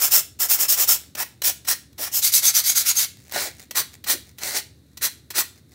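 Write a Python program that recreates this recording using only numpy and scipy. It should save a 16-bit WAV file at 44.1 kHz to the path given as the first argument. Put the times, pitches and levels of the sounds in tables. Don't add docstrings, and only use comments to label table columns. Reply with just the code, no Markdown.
import sys
import numpy as np
from scipy import signal
from scipy.fft import rfft, irfft, next_fast_len
from scipy.io import wavfile
from scipy.ndimage import uniform_filter1d, map_coordinates

SR = 44100
rng = np.random.default_rng(int(sys.argv[2]) if len(sys.argv) > 2 else 0)


def int16_out(signal):
    q = np.round(np.clip(np.atleast_2d(signal).T, -1, 1) * 32767)
    wavfile.write(sys.argv[1], SR, q.astype(np.int16))


N = 253134
TIME = np.arange(N) / SR

# (start [s], length [s], grit level [dB], wood level [dB], fastest point [share of the stroke])
STROKES = [(-.009, 0.11, -18, -32.5, 0.46), (0.102, 0.12, -14, -33.5, 0.32), (.388, 0.093, -19, -35, .34),
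           (0.481, 0.099, -16.5, -35, 0.38), (0.575, 0.096, -18.5, -33.5, 0.49),
           (0.678, 0.095, -16, -36, 0.27), (.762, 0.1, -16.5, -31, 0.53), (0.87, 0.11, -15.5, -34.5, .22),
           (1.158, 0.087, -25.5, -30.5, 0.7), (1.428, 0.1, -18.5, -35, 0.32),
           (1.665, 0.084, -19.5, -32.5, 0.42), (1.975, 0.13, -28, -38, 0.41),
           (2.112, 0.1, -19.5, -42.5, 0.65), (2.215, 0.1, -19.5, -36.5, 0.28),
           (2.314, 0.1, -17, -35.5, .36), (2.415, 0.11, -18.5, -31, .43), (2.531, 0.1, -20.5, -33, 0.32),
           (2.628, 0.12, -21.5, -35.5, .45), (2.744, .103, -20.5, -34, .3), (2.842, 0.092, -21, -32, 0.52),
           (2.942, 0.13, -21.5, -34.5, 0.42), (3.323, 0.075, -32, -30, 0.47), (3.364, 0.15, -32, -35, 0.32),
           (3.744, 0.091, -21.5, -28, 0.35), (4.055, 0.11, -22, -30, 0.51), (4.392, 0.2, -33, -35, 0.43),
           (4.534, 0.078, -28, -33, 0.51), (5.006, 0.085, -22, -31.5, 0.5),
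           (5.335, 0.097, -20.5, -27.5, 0.62)]
WOOD_TRIM_DB, FIZZ_TRIM_DB = -1.2, 2.5
PRESSURE_LAG = 0.031

# (frequency [Hz], relative density [dB per Hz])
CORNER = [(100, -39), (200, -31), (400, -24), (700, -19), (1100, -19.5), (2000, -18), (3000, -15),
          (4200, -15), (6200, -7.5), (9500, -10.5), (12000, -6), (15500, -0.5)]
SIDE_EDGE = [(100, -41.5), (200, -27.5), (400, -13.5), (700, -10), (1100, -12), (2000, -11), (3000, -14),
             (4200, -14), (6200, -11), (9500, -8.5), (12000, -7.5), (15500, -1)]
LOWER_EDGE = [(100, -47.5), (200, -38.5), (400, -30), (700, -26.5), (1100, -26.5), (2000, -18), (3000, -15),
              (4200, -6.5), (6200, -1), (9500, -8.5), (12000, -6.5), (15500, -8)]
FLAT = [(100, -15), (200, -14.5), (400, -7), (700, -6.5), (1100, -11.5), (2000, -2.5), (3000, -11),
        (4200, -4), (6200, -4), (9500, -8.5), (12000, -12), (15500, -7.5)]
TILTED = [(100, -29), (200, -17), (400, -10.5), (700, -12.5), (1100, -6.5), (2000, -8.5), (3000, -10),
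          (4200, -2), (6200, -4), (9500, -2), (12000, 0), (15500, 3)]
# (frequency [Hz], width [Hz], lift [dB])
CORNER_MODES = [(1345, 54, 5.5), (2280, 140, -2), (5320, 470, 7), (7340, 1350, 4), (13470, 920, 2)]
SIDE_MODES = [(835, 110, 2.2), (1393, 120, 5.1), (1820, 300, 5.6), (2420, 410, 0.585), (5520, 770, 8),
              (13540, 800, 2.43)]
LOWER_MODES = [(1376, 236, 4.9), (2174, 140, 6), (3700, 1400, 4), (4660, 220, 3.3)]
FLAT_MODES = [(840, 150, 5.5), (1453, 59, 7.7), (1990, 360, 2.1), (4100, 360, 3.1)]
TILTED_MODES = [(1455, 94, 3.7), (1916, 240, 9.2), (2410, 270, 3.5), (4080, 400, 4.1), (6050, 530, 6.2),
                (7900, 390, 2)]
# (colour, resonances, rasp over grit [dB], stroke pointedness [exponent])
GRIPS = [(CORNER, CORNER_MODES, -4.5, 0.97), (SIDE_EDGE, SIDE_MODES, -2.5, 1.2),
         (LOWER_EDGE, LOWER_MODES, -.9, 0.99), (FLAT, FLAT_MODES, 1.3, 1),
         (TILTED, TILTED_MODES, -0.28, 1.44)]
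# (time [s], hold [row of GRIPS])
HOLDS = [(0, 0), (1.1, 1), (2.11, 0), (2.215, 2), (3.2, 3), (3.6, 4), (4.3, 3), (4.8, 4)]
# (low edge [Hz], high edge [Hz])
BANDS = [(150, 2500), (2500, 9000), (9000, 20000)]

# (middle [s], length [s], level [dB])
RUSTLES = [(1.027, 0.17, -53.5), (1.308, .1, -61), (3.252, 0.36, -51.5), (3.526, 0.15, -48),
           (3.614, .11, -46.5), (3.94, .06, -48.5), (4.283, 0.22, -58.5), (5.19, 0.054, -54),
           (5.574, .1, -57.5), (5.73, 0.043, -58)]
RESTING_DB = -73.5

# (frequency [Hz], relative density [dB per Hz])
FLOOR = [(21, -36.5), (43, -33.5), (60, -11.5), (75, -1), (110, 0.5), (190, -7), (290, -7.5), (450, -18),
         (920, -33.5), (2050, -29.5), (3050, -38.5), (3850, -24.5), (5100, -35.5), (10000, -35.5),
         (16000, -38)]
# (frequency [Hz], level [dB])
HUM = [(74.5, -62), (97, -85.5)]
# (frequency [Hz], time to fall 60 dB [s])
ROOM_T60 = [(330, 0.53), (860, 0.46), (2050, 0.3), (4150, 0.34), (8050, 0.3), (15050, 0.22)]
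# (frequency [Hz], gain [dB])
ROOM_SEND = [(330, -18), (860, -21), (2100, -11.5), (3050, -8), (4150, -11), (5650, -16.5), (9050, -12.5),
             (15050, -15.5)]

# (time [s], level [dB], pitch [Hz])
BUMPS = [(0.173, -33.5, 553), (1.204, -34, 841), (1.992, -35, 485), (3.359, -24, 604), (3.372, -32, 749),
         (3.452, -31.5, 641), (4.134, -30.5, 426)]
# (time [s], level [dB], length [s])
TOUCHES = [(1.15, -28, 0.0086), (1.418, -20.5, 0.0079), (1.647, -41, 0.023), (1.98, -38, 0.022),
           (3.311, -40, 0.023), (3.709, -26, 0.0078), (4.04, -30.5, 0.0098), (4.383, -35.5, .014),
           (4.971, -35, 0.012), (5.303, -30.5, 0.016)]
# (time [s], level [dB])
SNAGS = [(1.499, -16.5), (3.322, -19), (3.811, -19), (4.434, -15)]
SNAG_S = 0.0022
TICKS_PER_S, TICK_DB, TICK_S = 1.1, -50, 0.005
# (frequency [Hz], relative density [dB per Hz])
TAP_COLOUR = [(110, -37.5), (220, -8.5), (420, -12), (750, -12), (2050, -15), (3100, -5.5), (4250, -5),
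              (6100, -6.5), (9400, -9), (12100, -6), (15400, 0.5)]
KNOCK_DB = -9.5
# (middle [s], level [dB], pitch [Hz])
CHATTER = [(2.36, -23, 6050), (2.481, -17, 6300), (2.566, -18, 6020), (2.7, -22.5, 6640),
           (2.772, -19.5, 6450), (2.905, -20.5, 6640), (2.983, -19, 6410)]
CHATTER_S = 0.039
TOP_HZ = 15800


def amp(db):
    return 10 ** (np.asarray(db) / 20)


def unit(x):
    return x / np.sqrt(np.mean(x ** 2) + 1e-20)


def along(points, hz):
    f, v = np.transpose(points)
    return np.interp(np.log(hz + 1), np.log(f + 1), v)


def wobble(rate):
    knots = rng.standard_normal(int(N * rate / SR) + 4)
    return map_coordinates(knots, [TIME * rate])


def swell(start, peak, end):
    return np.sin(np.pi * np.interp(TIME, [start, peak, end], [0, 0.5, 1])) ** 2


def filtered(x, gain):
    m = 2 * next_fast_len(N // 2 + 8192)
    log_gain = np.log(np.maximum(gain(np.fft.rfftfreq(m, 1 / SR)), 1e-6))
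    cepstrum = irfft(log_gain)
    cepstrum[1:m // 2] *= 2
    cepstrum[m // 2 + 1:] = 0
    return irfft(rfft(x, m) * np.exp(rfft(cepstrum)), m)[:N]


def lift(modes, hz):
    return amp(sum(db / (1 + (2 * (hz - centre) / width) ** 2) for centre, width, db in modes))


def share(hz, low, high):
    def below(edge):
        return 1 / (1 + (hz / edge) ** 8)
    return below(high) - below(low)


def split(x, bands):
    spectrum, hz = rfft(x), np.fft.rfftfreq(N, 1 / SR)
    return np.array([unit(irfft(spectrum * share(hz, low, high), N)) for low, high in bands])


def narrow(pitch_hz, width_hz):
    turn = 2 * np.pi * pitch_hz * TIME
    return unit(wobble(width_hz) * np.sin(turn) + wobble(width_hz) * np.cos(turn))


def grit(rate, size_db, clump_db):
    catches = rng.random(N) < rate / SR
    spread = np.minimum(rng.exponential(size=N), 4)
    sizes = amp(size_db * spread) * rng.uniform(-1, 1, N)
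    clumps = amp(clump_db * wobble(450))
    return unit(catches * sizes * clumps)


def sanding():
    hold = np.zeros(N, int)
    for since, row in HOLDS:
        hold[TIME >= since] = row
    pointed = np.array([grip[-1] for grip in GRIPS])[hold]

    drive = np.zeros((3, N))
    for start, length, grit_db, wood_db, fastest in STROKES:
        end = start + length
        heaviest = fastest + PRESSURE_LAG
        speed = swell(start, start + fastest * length, end) ** pointed
        pressure = swell(start, start + heaviest * length, end) ** pointed
        drive[0] += amp(wood_db + WOOD_TRIM_DB) * pressure ** 0.42
        drive[1] += amp(grit_db) * (speed * pressure) ** 0.3
        drive[2] += amp(grit_db + FIZZ_TRIM_DB) * speed ** 0.82

    judder = wobble(130)
    drive *= amp([1.96 * judder + 1.12 * wobble(45), 1.0 * judder, 0.88 * judder])

    grains = grit(rate=25000, size_db=1.57, clump_db=1.06)
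    out = np.zeros(N)
    for row, (colour, modes, rasp_db, _) in enumerate(GRIPS):
        scrape = filtered(grains, lambda hz: amp(along(colour, hz)) * lift(modes, hz))
        wood, rasp, fizz = drive * split(scrape, BANDS)
        out += (hold == row) * (wood + amp(rasp_db) * rasp + fizz)
    return out


def roam(x, patchy_db=1.35):
    z = signal.stft(x, nperseg=512)[2]
    field = uniform_filter1d(rng.standard_normal(z.shape), size=4, axis=0)
    field = uniform_filter1d(field, size=8, axis=1)
    return signal.istft(z * amp(patchy_db * unit(field)), nperseg=512)[1][:N]


def shifting(uneven_db=3.5):
    moving = sum(amp(db) * swell(s - length / 2, s, s + length / 2) for s, length, db in RUSTLES)
    grains = grit(rate=14000, size_db=1.5, clump_db=7)
    rustle = filtered(grains, lambda hz: amp(along(FLAT, hz)))
    return (moving + amp(RESTING_DB)) * amp(uneven_db * wobble(46)) * unit(rustle)


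def background(floor_db=-54.0):
    air = unit(filtered(rng.standard_normal(N), lambda hz: amp(along(FLOOR, hz))))
    hum = np.zeros(N)
    for hz, db in HUM:
        tone = unit(np.sin(2 * np.pi * hz * TIME + 0.7 * wobble(6.7)))
        hum += amp(db + 1.5 * wobble(3.3)) * tone
    return amp(floor_db) * air + hum


def reverberate(x, t60, delay):
    hz, t, z = signal.stft(rng.standard_normal(SR // 2), SR, nperseg=256)
    tail = signal.istft(z * amp(-60 * t / t60(hz)[:, None]), SR, nperseg=256)[1]
    tail = np.pad(tail / np.linalg.norm(tail), (round(delay * SR), 0))
    return signal.fftconvolve(x, tail)[:N]


def room(x, clutter_db=-12, clutter_t60=0.13):
    clutter = reverberate(x, lambda hz: np.full_like(hz, clutter_t60), delay=0.002)
    walls = reverberate(x, lambda hz: along(ROOM_T60, hz), delay=0.006)
    return amp(clutter_db) * clutter + filtered(walls, lambda hz: amp(along(ROOM_SEND, hz)))


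def bumps(t60=0.1, width_hz=400, attack=0.0015):
    out = np.zeros(N)
    for s, db, pitch_hz in BUMPS:
        age = np.maximum(TIME - s, 0)
        out += amp(db - 60 * age / t60) * (1 - np.exp(-age / attack)) * narrow(pitch_hz, width_hz)
    return out


def taps(attack=0.0013):
    snags = [(s, db, SNAG_S) for s, db in SNAGS]
    tick_times = TIME[rng.random(N) < TICKS_PER_S / SR]
    ticks = [(s, TICK_DB, TICK_S) for s in tick_times]
    drive = np.zeros(N)
    for s, db, length in [*TOUCHES, *snags, *ticks]:
        age = np.maximum(TIME - s, 0)
        drive += amp(db) * np.exp(-(age / length) ** 2) * (1 - np.exp(-age / attack))
    grains = grit(rate=27000, size_db=0.6, clump_db=-1.0)
    coloured = filtered(grains, lambda hz: amp(along(TAP_COLOUR, hz)) * lift(TILTED_MODES, hz))
    knock, crunch = split(coloured, [BANDS[0], (BANDS[1][0], TOP_HZ)])
    return drive * (amp(KNOCK_DB) * knock + crunch)


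def chatter(width_hz=650):
    out = np.zeros(N)
    for s, db, pitch_hz in CHATTER:
        shape = np.sqrt(swell(s - CHATTER_S / 2, s, s + CHATTER_S / 2))
        out += amp(db) * shape * narrow(pitch_hz, width_hz)
    return out


def scene():
    work = roam(sanding()) + shifting() + bumps() + taps() + chatter()
    mono = work + room(work) + background()
    return np.array([mono, mono])


def record(dry):
    m = next_fast_len(N + 8192)
    keep = np.clip((TOP_HZ - np.fft.rfftfreq(m, 1 / SR)) / 200 + 0.5, 0, 1)
    return irfft(rfft(dry, m) * keep, m)[:, :N]


dry = scene()
out = record(dry)
int16_out(out)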